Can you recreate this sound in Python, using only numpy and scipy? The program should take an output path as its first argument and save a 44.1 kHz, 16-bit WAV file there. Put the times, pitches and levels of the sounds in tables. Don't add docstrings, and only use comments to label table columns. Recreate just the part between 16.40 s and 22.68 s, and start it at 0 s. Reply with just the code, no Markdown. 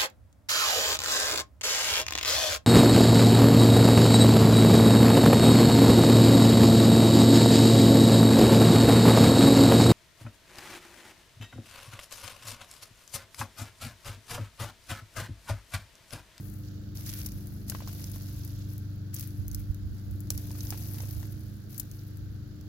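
import sys
import numpy as np
from scipy import signal
from scipy.fft import rfft, irfft
from scipy.io import wavfile
from scipy.ndimage import map_coordinates

SR = 44100
rng = np.random.default_rng(int(sys.argv[2]) if len(sys.argv) > 2 else 0)


def to_wav(sig):
    pcm = np.clip(np.atleast_2d(sig), -1, 1) * 32767
    pcm = np.round(pcm).astype(np.int16)
    wavfile.write(sys.argv[1], SR, pcm.T)


N = 276948
TIME = np.arange(N) / SR
HALF_APART = np.array([[.5], [-.5]])


def from_db(db):
    return 10 ** (np.asarray(db) / 20)


def rms_one(x):
    return x / np.sqrt(np.mean(x ** 2) + 1e-20)


def in_time(rows):
    seconds, *columns = np.transpose(rows)
    return [np.interp(TIME, seconds, column) for column in columns]


def drift(rate):
    knots = rng.standard_normal(4096)
    slow = map_coordinates(knots, [TIME[::32] * rate], order=3, mode="wrap")
    return rms_one(slow).repeat(32)[:N]


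def colour(x, spectrum, size=1024):
    hz, *sides = np.transpose(spectrum)
    log_hz = np.log(np.maximum(np.arange(size // 2 + 1) * SR / size, 1))
    gain = from_db([np.interp(log_hz, np.log(hz), db) for db in sides])
    cepstrum = irfft(np.log(gain))
    cepstrum[:, 1:size // 2] *= 2
    cepstrum[:, size // 2 + 1:] = 0
    pulse = rms_one(irfft(np.exp(rfft(cepstrum)))) / np.sqrt(size)
    return signal.fftconvolve(np.broadcast_to(x, (2, N)), pulse, axes=1)[:, :N]


def add(track, s, sound):
    start = int(np.clip(s * SR, 0, N - 1))
    track[:, start:start + sound.shape[-1]] += sound[..., :N - start]


def scatter(x, t60, wet_db):
    t = TIME[:SR // 4]
    tail = rng.standard_normal((2, len(t))) * from_db(-60 * t / t60)
    tail = rms_one(tail) / np.sqrt(len(t))
    return x + from_db(wet_db) * signal.fftconvolve(x, tail, axes=1)[:, :N]


def grains(per_s, spread_db, clump_db, clump_rate, pan_db, count=7):
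    born = rng.random(N) < per_s / SR
    own_db = spread_db * np.minimum(rng.exponential(1, N), 3)
    shared_db = clump_db * np.minimum(drift(clump_rate), 2)
    pan = from_db(pan_db * rng.uniform(-1, 1, N) * [[1], [-1]])
    clicks = born * from_db(own_db + shared_db) * rng.choice([-1, 1], (2, N)) * pan
    edges = np.linspace(np.sqrt(200), np.sqrt(17000), count + 1) ** 2
    dealt, out = rng.integers(0, count, N), 0
    for k in range(count):
        band = signal.butter(2, edges[k:k + 2], "band", fs=SR, output="sos")
        out = out + signal.sosfilt(band, clicks * (dealt == k) + 1e-18)
    return rms_one(out)


def gesture(start, db, attack_s, hold_s, fall_db_per_s):
    t = TIME - start
    rise = np.clip(t / attack_s, 0, 1)
    return rise * from_db(db - fall_db_per_s * np.maximum(t - hold_s, 0))


def together(gains):
    return np.sqrt(sum(gain ** 2 for gain in gains))


def engine(waver_db=1.97, lag_s=0.00033, apart_db=2.5):
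    # time in seconds, working cycles per second.
    speed_curve = [(0, 25.0), (.5, 24.95), (1.4, 24.8), (1.8, 24.5), (2.35, 24.85), (3.2, 24.55),
                   (3.5, 24.7), (4.0, 24.6), (4.6, 25.1), (5.1, 25.45), (5.5, 25.4), (5.8, 25.0),
                   (6.28, 25.3)]
    # time in seconds, level of the main tone (4th multiple) in dB, its octave in dB.
    main_levels = [(0.08, -42, -51), (0.67, -41, -51), (1.01, -43, -47), (2.42, -37.5, -54),
                   (2.87, -39.5, -51), (4.37, -38, -51.5), (4.64, -37.5, -61), (5.14, -42, -52),
                   (5.28, -50, -53.5), (5.55, -43, -62), (5.92, -40.5, -53.5), (6.14, -46, -57)]
    # multiple of the cycle rate, level in dB before fading.
    other_tones = [(2, -58), (3, -55), (5, -48.5), (6, -53), (7, -56), (9, -67.5), (10, -86), (12, -52.5),
                   (13, -69.5)]
    speed = in_time(speed_curve)[0]
    turns = np.cumsum(speed) / SR - lag_s * speed * np.array([[1], [0]])
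    main_db, octave_db = in_time(main_levels)
    fade_db = .25 * (main_db - main_db.mean())
    tones = [(order, db + fade_db + waver_db * drift(3.033)) for order, db in other_tones]
    tones += [(4, main_db), (8, octave_db)]
    out = np.zeros((2, N))
    for order, db in tones:
        phase = -.45 * (order - 4) ** 2 + .2 * drift(4)
        sides = apart_db * drift(1.725) * HALF_APART
        out -= from_db(db + sides) * np.cos(2 * np.pi * order * turns + phase)
    return np.sqrt(2) * out


def background(apart_db=-9, air_db=-56):
    # frequency in Hz, relative level in dB per Hz.
    rumble = [(20, -50), (35, -0.5), (55, 7), (90, 5), (140, -4), (220, -4), (270, -10.5), (330, -9.5),
              (420, -21), (600, -24), (1000, -40.5)]
    # frequency in Hz, left and right relative level in dB per Hz.
    air = [(382, 2.5, 2), (524, -9, -10), (1000, -15.5, -17.5), (1520, -4.5, -16.5), (2350, -23.5, -18),
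           (4720, -47, -11.5), (7000, -17, -25), (8750, -45, -82), (11300, -43, -22), (15500, -20, -48)]
    # time in seconds, level in dB.
    swell = [(0, -45.5), (.8, -43), (1.5, -43), (2.4, -46), (3.5, -46.5), (4.2, -41), (5.0, -44),
             (5.7, -48.5), (6.28, -45)]
    noise = rng.standard_normal(N) + from_db(apart_db) * rng.standard_normal(N) * [[1], [-1]]
    lowpass = signal.butter(2, 900, fs=SR, output="sos")
    low = signal.sosfilt(lowpass, colour(noise, rumble, size=8192))
    hiss = colour(rng.standard_normal((2, N)) + 0.34 * rng.standard_normal(N), air)
    return from_db(in_time(swell)[0]) * rms_one(low) + from_db(air_db) * rms_one(hiss)


def soil_flow(attack_s=0.021, idle_db=-71):
    # start in seconds, level in dB, time pouring in seconds, fall in dB per second,
    # left-right difference in dB.
    spill_rows = [(-.03, -62.5, 0.18, 90, 13.5), (.54, -53, 0.2, 16, -2), (1.27, -49, 0.035, 58, -5),
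                  (1.46, -50, .16, 25, -1.5), (1.78, -57.5, 0.34, 160, -4), (2.27, -57.5, 0.064, 140, 1),
                  (2.73, -59.5, 0.053, 18, 0), (3.53, -61, 0.054, 119, -3), (3.7, -63, 0.21, 50, 0.5),
                  (3.895, -50.5, 0.042, 15, 0.5), (4.17, -49, 0.46, 35, 0), (5.28, -58.5, 0.1, 90, 2),
                  (5.49, -58.5, 0.068, 49, -2)]
    spills = [gesture(s, db + pan_db * HALF_APART, attack_s, hold_s, fall)
              for s, db, hold_s, fall, pan_db in spill_rows]
    return together([from_db(idle_db)] + spills)


def soil(coarse_db=-3):
    # frequency in Hz, left and right relative level in dB per Hz.
    soil_spectrum = [(243, -27.5, -13.5), (600, 3, -2), (1200, -8, -8), (1900, -4, -9), (3160, -10, -9.5),
                     (4930, -11, 0), (6400, -2, -2.5), (8460, -7, -21), (10100, 1.5, -6), (12750, 6, -2),
                     (16600, 1.5, -27)]
    flow = soil_flow()
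    fine = grains(per_s=10000, spread_db=4, clump_db=2.5, clump_rate=200, pan_db=3)
    coarse = grains(per_s=1200, spread_db=4.5, clump_db=3.8, clump_rate=140, pan_db=4)
    return colour(flow * (fine + from_db(coarse_db) * coarse), soil_spectrum)


def leaves(attack_s=0.02, fall_db_per_s=41, idle_db=-70):
    # start in seconds, level in dB, length in seconds.
    sweep_rows = [(0.224, -62, 0.082), (1.32, -58, 0.46), (1.84, -60.5, 0.39), (3.925, -60, 0.85)]
    # frequency in Hz, left and right relative level in dB per Hz.
    brush_spectrum = [(800, -8, -27.5), (2040, -6, -8.5), (3700, 0, 4.5), (5900, -4, 5), (7330, -2, 0),
                      (9200, -16, -34), (14500, 0.5, -16)]
    sweeps = [gesture(s, db, attack_s, hold_s, fall_db_per_s) for s, db, hold_s in sweep_rows]
    rub = grains(per_s=5000, spread_db=3.5, clump_db=1.5, clump_rate=90, pan_db=3)
    return colour(together([from_db(idle_db)] + sweeps) * rub, brush_spectrum)


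def rootlets(per_s=7, mean_db=-53.5, spread_db=2, t60_s=.005, tilt_db=7, pan_spread_db=4, follow=0.74):
    flow_db = 20 * np.log10(soil_flow().mean(axis=0))
    draws = rng.random((200, 4))
    times = np.cumsum(-np.log(1 - draws[:, 0])) / per_s
    strength, tilt, pan = (2 * draws[:, 1:] - 1).T
    swing_db = follow * np.interp(times, TIME, flow_db - flow_db.mean())
    db = mean_db + spread_db * strength + swing_db
    t60s = np.full_like(times, t60_s)
    rows = np.transpose([times, db, t60s, tilt_db * (1 + tilt), pan_spread_db * pan])
    return [tuple(row) for row in rows if row[0] < TIME[-1]]


def snaps(ragged_db=4, split_hz=8000, rise_share=0.031):
    # time in seconds, level in dB before tilt and colour, time to fall 60 dB
    # in seconds, tilt to the treble in dB, left-right difference in dB.
    snap_rows = [(0.572, -41.5, .011, -22, 3), (.663, -33.5, .012, -12, -2), (.737, -35, .008, 2, -10),
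                 (0.8598, -29, 0.028, 0, 0.5), (0.9198, -33, 0.0028, 7, -4), (1.071, -44.5, .005, 23, 1),
                 (1.282, -37.5, 0.015, -6, 3), (1.298, -22.5, 0.014, -3, 4),
                 (1.4757, -39.5, .0045, -22, -11), (1.642, -33, 0.0053, -11, -10),
                 (1.716, -35.5, 0.005, 10, 6), (2.049, -35, 0.0025, 15, 7), (2.0765, -39, .008, 12, -4),
                 (2.38, -46.5, 0.0096, 25, 0), (2.742, -34.5, 0.023, 18, 2), (2.764, -35.5, 0.015, -8, -6),
                 (2.796, -30, 0.0072, 5, 1), (2.809, -32, 0.014, 5, -2), (2.8365, -44, 0.0074, 20, 5),
                 (2.8745, -38.5, 0.0051, 12, 7), (3.0808, -32, 0.0051, 9, 4), (3.114, -37.5, 0.013, 5, -4),
                 (3.1461, -27.5, 0.01, 8.5, -1), (3.3458, -39.5, 0.005, 2, -4), (3.71, -48, .012, 13, -1),
                 (3.8052, -41, 0.0066, 18, 3), (3.9037, -14.5, 0.0077, -6, 0), (3.977, -29, .01, 8, -2.5),
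                 (4.114, -39, 0.02, -9, 0), (4.206, -41.5, 0.014, -24, -9), (4.27, -36.5, .005, -14, -11),
                 (4.3052, -21, 0.0055, -3, -1), (4.604, -42, 0.022, -18, -8), (4.83, -43, .008, -15, 1),
                 (5.3793, -38.5, 0.015, 16, 11), (5.3967, -34.5, 0.02, 15.5, 12.5),
                 (5.399, -26, 0.013, -7, 0), (5.514, -36.5, .007, 3, -2), (5.771, -47.5, 0.0076, 7, 11),
                 (6.211, -43.5, .006, 1, -2)]
    # frequency in Hz, left and right relative level in dB per Hz.
    snap_spectrum = [(250, -31, -27), (600, -19, -17), (1200, -20, -28), (2200, -19, -22), (3300, -22, -18),
                     (4700, -12, -8), (6300, -7, -4), (8400, -9, -20), (10500, -4, -11), (12500, 0, -9),
                     (15500, -3, -20)]
    t, out = TIME[:SR // 16], np.zeros((2, N))
    lowpass = signal.butter(2, split_hz, fs=SR, output="sos")
    highpass = signal.butter(2, split_hz, "high", fs=SR, output="sos")
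    for s, db, t60, tilt_db, pan_db in [*snap_rows, *rootlets()]:
        fibres = from_db(ragged_db * rng.standard_normal(len(t))).repeat(12)[:len(t)]
        shape = (1 - np.exp(-t / (rise_share * t60))) * from_db(-60 * t / t60)
        burst = rng.standard_normal((2, len(t))) * fibres * shape
        burst *= np.sqrt(2 * SR * t60 / np.log(1e6) / np.sum(burst ** 2))
        treble = from_db(tilt_db / 2) * signal.sosfilt(highpass, burst)
        bass = from_db(-tilt_db / 2) * signal.sosfilt(lowpass, burst)
        add(out, s, (treble - bass) * from_db(db + pan_db * HALF_APART))
    return scatter(colour(out, snap_spectrum), t60=.06, wet_db=-10)


def tearing(lift_db=3, attack_s=0.01, fall_db_per_s=155):
    # start in seconds, level in dB before the lift, time under strain in seconds.
    pull_rows = [(.545, -54.5, .32), (.655, -43, 0.037), (.725, -47.5, 0.078), (2.728, -51, 0.11),
                 (3.12, -59, 0.081), (5.32, -57.5, 0.086)]
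    # frequency in Hz, left and right relative level in dB per Hz.
    tear_spectrum = [(250, -44, -30), (600, -39, -28), (1200, -11, -15), (2100, -7, -11), (3300, -13, -6.5),
                     (4780, -12, -3.5), (6350, -7, -3.5), (8450, -11.5, -18), (11100, -0.5, -5),
                     (12400, -1, -4), (15600, -2.5, -29)]
    pull = together(gesture(s, db, attack_s, hold_s, fall_db_per_s) for s, db, hold_s in pull_rows)
    fibres = grains(per_s=9000, spread_db=5, clump_db=3.5, clump_rate=240, pan_db=4)
    return from_db(lift_db) * colour(pull * fibres, tear_spectrum)


def breeze(left_db=-19):
    # time of the peak in seconds, level in dB, time from the peak to 1/e in seconds.
    puffs = [(0.958, -34, 0.018), (3.954, -33.5, .04), (4.575, -46, 0.043), (2.999, -27, 0.016),
             (3.14, -33, 0.13), (3.301, -18.5, 0.0073), (3.482, -31.5, 0.07), (3.73, -33, 0.065),
             (4.779, -29, 0.011), (5.854, -41, 0.17)]
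    gust = sum(from_db(db) * np.exp(-((TIME - s) / length) ** 2) for s, db, length in puffs)
    band = signal.butter(2, [45, 85], "band", fs=SR, output="sos")
    lowpass = signal.butter(2, 130, fs=SR, output="sos")
    eddies = signal.sosfilt(band, rng.standard_normal(N))
    eddies = signal.sosfilt(lowpass, np.tanh(2 * rms_one(eddies)))
    return gust * rms_one(eddies) * from_db([[left_db], [0]])


def clods(left_db=2, right_db=-3, crush_db=-1, crush_t60=0.055, crush_hz=2200):
    # time in seconds, level in dB before the
    # left and right gains, pitch of the knock in Hz.
    clod_rows = [(1.321, -37.5, 1520), (1.349, -30.5, 1100), (1.405, -40, 1000), (1.4215, -38.5, 600),
                 (1.475, -38.5, 1100), (1.491, -42, 1420), (1.76, -48, 1070), (3.904, -38.5, 550),
                 (4.107, -44.5, 910), (4.152, -46, 1200), (4.324, -32.5, 785), (4.325, -36.5, 1390),
                 (4.344, -43, 900), (4.603, -39.5, 800), (4.635, -39.5, 500), (4.829, -43.5, 1850)]
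    # ratio to its pitch, relative level in dB, time to fall 60 dB in seconds.
    knock_modes = [(.52, -1.5, 0.0055), (1, -1.5, 0.017), (1.8, -10, 0.0057)]
    t, out = TIME[:SR // 12], np.zeros((2, N))
    dull = signal.butter(1, [450, crush_hz], "band", fs=SR, output="sos")
    for s, db, hz in clod_rows:
        knock = sum(from_db(mode_db - 60 * t / t60) * np.sin(2 * np.pi * hz * ratio * t)
                    for ratio, mode_db, t60 in knock_modes)
        crush = signal.sosfilt(dull, rng.standard_normal((2, len(t))) * from_db(-60 * t / crush_t60))
        add(out, s, from_db(db) * (knock + from_db(crush_db) * crush))
    return scatter(out, t60=.04, wet_db=-10) * from_db([[left_db], [right_db]])


def scene():
    garden = engine() + background() + breeze()
    return garden + soil() + leaves() + snaps() + tearing() + clods()


def record(dry):
    dry = signal.sosfilt(signal.butter(2, 30, "high", fs=SR, output="sos"), dry)
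    return signal.sosfilt(signal.ellip(12, .2, 80, 16000, fs=SR, output="sos"), dry)


dry = scene()
out = record(dry)
to_wav(out)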